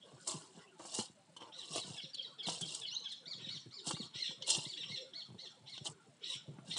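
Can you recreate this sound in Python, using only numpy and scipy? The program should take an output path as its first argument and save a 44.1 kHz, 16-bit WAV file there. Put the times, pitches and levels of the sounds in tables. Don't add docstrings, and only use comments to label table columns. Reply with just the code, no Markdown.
import sys
import numpy as np
from scipy import signal
from scipy.fft import rfft, irfft, next_fast_len
from scipy.io import wavfile
from scipy.ndimage import uniform_filter1d, map_coordinates

SR = 44100
rng = np.random.default_rng(int(sys.argv[2]) if len(sys.argv) > 2 else 0)


def bounce(signal):
    frames = np.transpose(np.atleast_2d(signal))
    limited = np.clip(frames, -1, 1)
    pcm = np.round(limited * 32767).astype(np.int16)
    wavfile.write(sys.argv[1], SR, pcm)


N = 299120
TIME = np.arange(N) / SR

# full_weight_s, attack_s, hold_s, release_s, grass_db, leaves_db, soil_db
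FOOTFALLS = [(0.275, 0.0053, 0.032, 0.066, -50, -49, -49), (0.945, 0.032, 0.066, 0.031, -48, -46, -51.5),
             (1.759, 0.047, 0.029, 0.018, -48.5, -43, -49.5),
             (2.467, 0.0045, 0.061, 0.061, -50, -45, -51.5), (3.868, 0.0097, 0.021, 0.037, -47.5, -42, -49),
             (4.482, 0.01, 0.06, 0.064, -44.5, -37, -50.5), (5.856, 0.0069, 0.02, 0.0047, -51, -44, -50.5),
             (6.776, 0.0049, 0.047, .03, -47, -44, -48)]
# start_s, length_s, grass_db, leaves_db, soil_db
FOOT_DRAGS = [(0.0, 0.24, -76.5, -70, -65.5), (0.17, 0.16, -67.5, -69, -93),
              (0.506, 0.17, -73.5, -66, -66.5), (0.768, 0.16, -64.5, -64.5, -60),
              (1.362, 0.16, -83, -65, -56.5), (1.546, 0.14, -65, -56, -65), (1.78, 0.25, -61.5, -56, -62.5),
              (2.556, 0.32, -57, -55, -63.5), (2.712, 0.071, -55, -49, -80),
              (3.995, 0.091, -67, -61.5, -63), (4.553, 0.057, -57, -69, -52), (5.829, 0.11, -63, -78, -58),
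              (6.254, 0.14, -59, -52, -74.5), (6.629, 0.19, -63.5, -60.5, -68)]
# grass_db, leaves_db, soil_db
RESTING_GROUND_DB = [-82, -83.5, -86]
# frequency_hz, gain_db
GRASS_TONE = [(3410, -30), (4400, -4.5), (5800, -8.5), (6700, -7.5), (7400, -2), (8850, -6), (9950, -13.5),
              (10600, -22.5), (11100, -6.5), (14400, -61.5), (22000, -120)]
LEAF_TONE = [(2000, -29.5), (2500, -27), (2800, -1), (3300, -7), (3800, -3.5), (4300, -5.5), (4700, -18),
             (5400, -5), (6200, -21.5), (7500, -18)]
SOIL_TONE = [(90, -2.5), (170, -3.5), (250, 4.5), (440, 2), (600, 4), (950, 2), (1120, 2.5), (1350, -5),
             (2000, -12.5), (2800, -11), (5000, -27.5)]
CRACK_TONE = [(1500, -24), (2500, -27.5), (3050, 9), (4000, -12), (6000, -10.5), (11000, -45)]
# start_s, decay_s, crack_db, knock_db, splinter_db
STEM_SNAPS = [(0.272, 0.0077, -53, -55, -26), (0.307, 0.0055, -58, -48, -30),
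              (0.7956, 0.012, -67, -45.5, -66), (0.851, 0.011, -68, -51, -42.5),
              (0.9865, 0.0086, -34.5, -39, -38), (1.364, 0.0048, -40.5, -53, -46),
              (1.407, 0.0021, -41.5, -64, -59), (1.418, 0.0072, -46, -44, -62),
              (1.758, 0.004, -41, -36, -28), (1.7801, 0.0015, -34, -35.5, -33),
              (2.144, 0.0029, -33, -71, -42), (2.485, 0.0038, -28.5, -33, -50),
              (2.609, 0.0049, -34, -50.5, -30.5), (2.748, 0.0019, -34.5, -58, -26.5),
              (3.1164, 0.0057, -48, -76, -44), (3.909, 0.0027, -30, -27.5, -29),
              (3.968, 0.0043, -60, -42.5, -62), (4.306, 0.0066, -40, -51.5, -69),
              (4.421, 0.0037, -27.5, -51.5, -72), (4.493, 0.0025, -24.5, -58, -27),
              (4.5003, 0.0044, -23, -58, -16.5), (4.507, 0.0012, -45, -56, -27),
              (4.5489, 0.0013, -13.5, -52, -31), (5.778, 0.0016, -29.5, -47, -73),
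              (5.862, 0.003, -29, -57, -43), (6.586, 0.01, -68, -54, -82), (6.765, 0.0047, -31, -47, -39)]
# start_s, level_db, decay_s
SOFT_THUDS = [(0.128, -58.5, 0.019), (0.341, -45, 0.02), (0.573, -49.5, 0.012), (0.987, -35, 0.0083),
              (1.098, -48, 0.0029), (1.702, -53.5, 0.027), (1.897, -49.5, 0.0096), (2.036, -53, 0.012),
              (2.469, -47.5, 0.033), (2.612, -48.5, 0.034), (3.425, -61.5, 0.01), (3.468, -50, 0.0066),
              (3.546, -57.5, 0.019), (3.658, -52.5, 0.02), (3.87, -44.5, 0.0095), (3.934, -37, 0.0066),
              (3.999, -37.5, 0.0054), (4.151, -49.5, 0.0082), (4.29, -52.5, 0.011), (4.574, -46, 0.015),
              (4.663, -46.5, 0.0076), (5.809, -47, 0.01), (5.885, -52.5, 0.021), (6.082, -59.5, 0.015),
              (6.353, -54.5, 0.013), (6.479, -47.5, 0.031), (6.584, -47, 0.0066), (6.687, -50.5, 0.014)]
# start_s, length_s, top_pitch_hz, level_db, rasp_0_to_1
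ARCHED_SQUAWKS = [(1.511, 0.14, 2020, -51, 0.54), (1.739, 0.12, 2213, -47, 0.62),
                  (3.255, 0.093, 2350, -42.5, 0.17), (3.375, 0.15, 1843, -50, 1),
                  (3.476, 0.11, 2203, -44, 0.54), (3.703, 0.11, 2353, -47.5, 0.41),
                  (3.938, 0.1, 2288, -44, 0.21), (4.121, 0.195, 2078, -41, 0.91),
                  (4.404, 0.1, 2147, -48.5, 0.48), (4.642, 0.11, 2263, -44.5, 0.48),
                  (4.751, 0.11, 1895, -44, 0.94), (4.869, .14, 2120, -43.5, 0.79),
                  (5.131, 0.1, 2213, -45.5, 0.35), (5.375, 0.11, 2180, -48, 0.67),
                  (5.651, 0.14, 2147, -50, 0.88), (6.201, 0.19, 1948, -44, 1),
                  (6.682, 0.15, 2034, -42.5, 1)]
# start_s, low_note_db, high_note_db, high_note_rasp_0_to_1
NOTE_PAIRS = [(1.96, -45, -48, 0.87), (2.165, -45.5, -48.5, 0.74), (2.378, -44.5, -41.5, 0.58),
              (2.602, -44.5, -47.5, 0.6), (2.81, -44.5, -44, 0.5), (3.034, -45.5, -46, 0.51)]
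# pitch_multiple, level_db
CLEAR_OVERTONES = [(2, 11.5), (3, -8.5), (4, -34.5)]
RASP_OVERTONES = [(1.5, 5), (2.5, -4), (3, -8.5), (4, -14)]
# frequency_hz, gain_db
BIRD_TONE = [(1000, 6), (1700, -10.5), (2200, 1), (2500, -7.5), (2850, 0.5), (4100, -2), (4700, -7.5),
             (5500, 5.5), (6500, -10.5), (7400, 6.5), (10000, 1)]
# start_s, length_s, start_pitch_hz, middle_pitch_hz, end_pitch_hz, level_db
WHISTLES = [(2.133, 0.025, 4760, 4490, 3870, -46), (2.891, 0.068, 4450, 5720, 6450, -51),
            (2.915, 0.041, 2810, 2980, 3280, -48.5), (2.953, 0.032, 3700, 4010, 4240, -40)]
# start_s, length_s, level_db
FINGER_RUBS = [(1.841, 0.11, -57), (2.64, 0.3, -70), (3.328, 0.26, -62.5), (4.0, 0.067, -58.5),
               (4.769, 0.14, -67), (4.888, 0.053, -58.5), (5.277, 0.09, -55.5), (6.5, 0.26, -60.5)]
# frequency_hz, gain_db
RUB_TONE = [(60, -17.5), (130, 5.5), (200, 1.5), (260, -9), (370, -7), (480, -20.5), (1000, -17.5),
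            (2500, -59)]
# start_s, length_s, start_pitch_hz, end_pitch_hz, level_db
FAR_NOTES = [(0, 0.047, 3260, 3370, -71), (0.573, 0.045, 1464, 1510, -79), (0.583, 0.06, 1926, 2100, -77),
             (0.648, 0.049, 2720, 2910, -77), (4.938, 0.16, 510, 532, -70.5),
             (6.299, 0.045, 985, 1055, -74)]
# frequency_hz, gain_db
AIR_TONE = [(41, -48.5), (70, -18), (167, -1), (432, -14.5), (1710, -19), (4240, -20), (4620, -28.5),
            (8350, -29), (11000, -32.5), (14300, -65), (22000, -120)]


def footsteps(flicker_db=1.5):
    grass_level, leaf_level, soil_level = (level * from_db(flicker_db * drift(90))
                                           for level in ground_levels())
    blades, flakes, crumbs = (tiny_breaks(per_s, spread_db=4.5, rub=.25) for per_s in (2600, 1700, 1100))
    grass = grass_level * unit_power(shape_tone(ringing_bits(blades, 3630, 11620, 0.0025), GRASS_TONE))
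    leaves = leaf_level * unit_power(shape_tone(ringing_bits(flakes, 2144, 6100, 0.0061), LEAF_TONE))
    grinding = 3 * crumbs + ringing_bits(crumbs, 518, 1140, 0.015)
    soil = soil_level * unit_power(shape_tone(grinding, SOIL_TONE))
    return from_db(4) * grass + from_db(-1.8) * leaves + from_db(-1.13) * soil


def ground_levels():
    power = np.outer(from_db(RESTING_GROUND_DB) ** 2, np.ones(N))
    for full_weight_s, attack_s, hold_s, release_s, *levels_db in FOOTFALLS:
        before = np.maximum(full_weight_s - TIME, 0)
        after = np.maximum(TIME - full_weight_s - hold_s, 0)
        weight = np.exp(-before / attack_s - after / release_s)
        power += np.outer(from_db(levels_db), weight) ** 2
    for start_s, length_s, *levels_db in FOOT_DRAGS:
        stroke = signal.windows.tukey(int(length_s * SR), 0.69)
        for layer, level_db in zip(power, levels_db):
            add(layer, start_s, (from_db(level_db) * stroke) ** 2)
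    return np.sqrt(power)


def tiny_breaks(per_s, spread_db, rub):
    sizes = from_db(spread_db * np.minimum(rng.exponential(1, N), 4)) * rng.choice([-1, 1], N)
    clicks = unit_power(sizes * (rng.random(N) < per_s / SR))
    crackle = clicks + rub * rng.standard_normal(N)
    return crackle / np.sqrt(uniform_filter1d(crackle ** 2, SR // 25) + 1e-9)


def ringing_bits(clicks, low_hz, high_hz, ring_s, wander=.07, count=20):
    which_bit = rng.integers(0, count, N)
    pitches_hz = np.linspace(low_hz, high_hz, count)
    rings = sum(ring(clicks * (which_bit == k), hz, ring_s) for k, hz in enumerate(pitches_hz))
    read_position = np.cumsum(1 + wander * drift(14))
    return unit_power(map_coordinates(rings, [read_position], order=3, mode="wrap"))


def snapping_stems():
    cracks, knocks, splinters = np.zeros((3, N))
    t = TIME[:SR // 20]
    for start_s, decay_s, crack_db, knock_db, splinter_db in STEM_SNAPS:
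        fade = np.exp(-t / decay_s)
        burst = 1.52 * (1 - fade) ** 1.19 * fade
        add(cracks, start_s, from_db(crack_db) * rng.standard_normal(len(t)) * burst)
        add(splinters, start_s, from_db(splinter_db) * rng.standard_normal(len(t)) * burst)
        add(knocks, start_s, from_db(knock_db) * rng.standard_normal(len(t)) * fade)
    return shape_tone(cracks, CRACK_TONE) + shape_tone(splinters, GRASS_TONE) + shape_tone(knocks, SOIL_TONE)


def thuds(base_hz=140, hard_push_db=-30, sink_s=0.0026, contact_s=0.0022, grip_shifts=22):
    thumps, scuffs = np.zeros((2, N))
    t = TIME[:SR // 8]
    faint = [(when * N / SR, -65 + 6 * (loud - .5), 0.026) for when, loud in rng.random((grip_shifts, 2))]
    for start_s, level_db, decay_s in SOFT_THUDS + faint:
        push = from_db(level_db + 7) * (1 - np.exp(-t / contact_s)) * np.exp(-t / decay_s)
        hz = base_hz * np.exp(0.15 * drift(46, len(t)))
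        hz *= 1 + from_db(level_db - hard_push_db) ** 2
        hz *= 1 + 0.9 * np.exp(-t / sink_s)
        add(thumps, start_s, push * np.sin(phase_of(hz)))
        add(scuffs, start_s, push * rng.standard_normal(len(t)))
    dull_scuffs = shape_tone(scuffs, [(80, -3), (150, -2.5), (380, 1), (600, -18.5), (2500, -46.5)])
    return thumps + 0.33 * dull_scuffs


def near_birds():
    calls = np.zeros(N)
    for start_s, length_s, *pitches_hz, level_db, rasp in near_notes():
        add(calls, start_s, from_db(level_db) * chirp(length_s, pitches_hz, rasp))
    calls = close_echoes(shape_tone(calls, BIRD_TONE), strength=.27, longest_s=.008)
    treble = signal.sosfilt(signal.butter(5, 4900, "high", fs=SR, output="sos"), calls)
    leaf_echo = from_db(-2) * outdoor_echoes(treble, fade_s=0.17, first_s=0.044)
    short_tail = from_db(-6.5) * outdoor_echoes(calls, fade_s=0.23, first_s=0.0068)
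    long_tail = from_db(-16.5) * outdoor_echoes(calls, fade_s=0.61, first_s=0.04)
    return from_db(-0.02) * (calls + leaf_echo + short_tail + long_tail)


def near_notes(high_note_delay_s=0.046):
    notes = [(start_s, length_s, .67 * top_hz, top_hz, .65 * top_hz, level_db, rasp)
             for start_s, length_s, top_hz, level_db, rasp in ARCHED_SQUAWKS]
    for start_s, low_db, high_db, rasp in NOTE_PAIRS:
        notes.append((start_s, .056, 1750, 1650, 1500, low_db, 0.64))
        notes.append((start_s + high_note_delay_s, .062, 2200, 2100, 1560, high_db, rasp))
    return notes


def chirp(length_s, pitches_hz, rasp, flutter_hz=300, flicker_db=4, whistle_s=0.01266, whistle_db=5):
    size = int(length_s * SR)
    progress = np.linspace(0, 1, size)
    whistle_at = .68 - 0.156 * rasp
    from_whistle = (progress - whistle_at) * length_s / whistle_s
    clear = np.exp(-from_whistle ** 2)
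    rough = rasp * (1 - (1 - 0.081 * rasp) * clear)
    hz = glide(pitches_hz, progress ** .85)
    hz *= 1 - 0.0705 * rasp * from_whistle * np.sqrt(clear)
    jitter = .012 * drift(700, size) + rough * (.055 * drift(1300, size) + .035 * rasp * drift(200, size))
    phase = phase_of(hz * (1 + jitter))
    tone, growl = (sum(from_db(db + flicker_db * drift(151, size)) * np.sin(k * phase) for k, db in table)
                   for table in (CLEAR_OVERTONES, RASP_OVERTONES))
    flutter = np.sin(phase_of(flutter_hz * np.exp(.25 * drift(200, size))))
    voice = (tone + rasp * rough * growl) * (1 + np.sqrt(rough) * flutter) * from_db(whistle_db * clear)
    lowest_level = from_db(-7 + 6.1 * rasp + flicker_db * drift(56.5, size))
    voice += lowest_level * np.sin(phase_of(hz * (1 + .7 * jitter)))
    return unit_power(voice * signal.windows.tukey(size, 0.046 + 0.55 * rasp))


def whistling_bird(flutter_db=5):
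    calls = np.zeros(N)
    for start_s, length_s, *pitches_hz, level_db in WHISTLES:
        size = int(length_s * SR)
        hz = glide(pitches_hz, np.linspace(0, 1, size)) * (1 + .012 * drift(700, size))
        loudness = signal.windows.tukey(size, .2) * from_db(flutter_db * drift(200, size))
        add(calls, start_s, from_db(level_db) * unit_power(loudness * np.sin(phase_of(hz))))
    return calls + from_db(-7.5) * outdoor_echoes(calls, fade_s=0.7, first_s=.007)


def rubbing_fingers():
    level = np.zeros(N)
    for start_s, length_s, level_db in FINGER_RUBS:
        add(level, start_s, from_db(level_db) * signal.windows.tukey(int(length_s * SR), 0.13))
    return shape_tone(level * tiny_breaks(per_s=110, spread_db=6, rub=0.23), RUB_TONE)


def far_birds(faint_count=260):
    calls, faint = np.zeros(N), []
    for when, long, high, level_glide, loud in rng.random((faint_count, 5)):
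        start_hz = 400 * 5 ** high
        end_hz = start_hz * (0.56 + 0.2976 * level_glide)
        faint.append((when * N / SR, 0.023 + 0.0832 * long, start_hz, end_hz, -82 + 6 * (loud - high)))
    for start_s, length_s, start_hz, end_hz, level_db in FAR_NOTES + faint:
        size = int(length_s * SR)
        hz = np.linspace(start_hz, end_hz, size) * (1 + .05 * drift(400, size))
        add(calls, start_s, from_db(level_db) * unit_power(np.hanning(size) * np.sin(phase_of(hz))))
    return 0.9 * calls + 2.47 * outdoor_echoes(calls, fade_s=0.11, first_s=0.0045)


def field_air(level_db=-70.5, flicker_db=0.6):
    hush = shape_tone(rng.standard_normal(N), AIR_TONE)
    return from_db(level_db) * hush * from_db(flicker_db * drift(41))


def close_echoes(sound, strength, longest_s, sway_s=0.0003085):
    delays = [rng.uniform(0.0989, 1) * longest_s + sway_s * (1 + drift(5)) for _ in range(6)]
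    echoes = sum(np.interp(TIME - delay, TIME, sound) * (-1) ** k for k, delay in enumerate(delays))
    return (sound + strength * echoes) / np.sqrt(1 + len(delays) * strength ** 2)


def outdoor_echoes(sound, fade_s, first_s):
    t = TIME[:SR]
    scattered = rng.standard_normal(SR) * (rng.random(SR) < .05)
    tail = scattered * from_db(-60 * t / fade_s) * (t > first_s)
    return signal.fftconvolve(sound, unit_power(tail) / np.sqrt(SR))[:N]


def ring(clicks, hz, ring_s):
    decay, angle = from_db(-60 / (ring_s * SR)), 2 * np.pi * hz / SR
    return signal.lfilter([0, np.sin(angle)], [1, -2 * decay * np.cos(angle), decay ** 2], clicks + 1e-18)


def shape_tone(sound, tone):
    size = next_fast_len(N + SR // 4)
    hz, db = np.transpose(tone)
    all_hz = np.arange(size // 2 + 1) * SR / size
    gain = unit_power(from_db(np.interp(np.log(all_hz + 1), np.log(hz), db)))
    folded = irfft(np.log(gain), size)
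    folded[1:size // 2] *= 2
    folded[size // 2 + 1:] = 0
    return irfft(rfft(sound, size) * np.exp(rfft(folded)), size)[:N]


def drift(rate_hz, size=N):
    positions = np.arange(size) * rate_hz / SR
    return map_coordinates(rng.standard_normal(size // 8 + 4), [positions], order=2, mode="wrap")


def glide(pitches_hz, progress):
    return np.polyval(np.polyfit([0, .5, 1], pitches_hz, 2), progress)


def phase_of(hz):
    return 2 * np.pi * np.cumsum(hz) / SR


def from_db(db):
    return 10 ** (np.asarray(db) / 20)


def unit_power(sound):
    return sound / np.sqrt(np.mean(sound ** 2) + 1e-20)


def add(track, start_s, sound):
    at = int(np.clip(start_s * SR, 0, N - 1))
    track[at:at + len(sound)] += sound[:N - at]


def scene():
    feet = close_echoes(footsteps() + snapping_stems(), strength=.26, longest_s=.005)
    air = field_air()
    feet_echo = from_db(-9) * outdoor_echoes(feet, fade_s=0.061, first_s=0.0053)
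    walker = feet + feet_echo + thuds() + rubbing_fingers()
    birds = near_birds() + whistling_bird() + far_birds()
    return (walker + birds + air)[None]


def record(dry, low_hz=92, high_hz=11400):
    thin = signal.sosfilt(signal.butter(6, low_hz, "high", fs=SR, output="sos"), dry)
    return signal.sosfilt(signal.cheby2(14, 60, high_hz, fs=SR, output="sos"), thin)


dry = scene()
out = record(dry)
bounce(out)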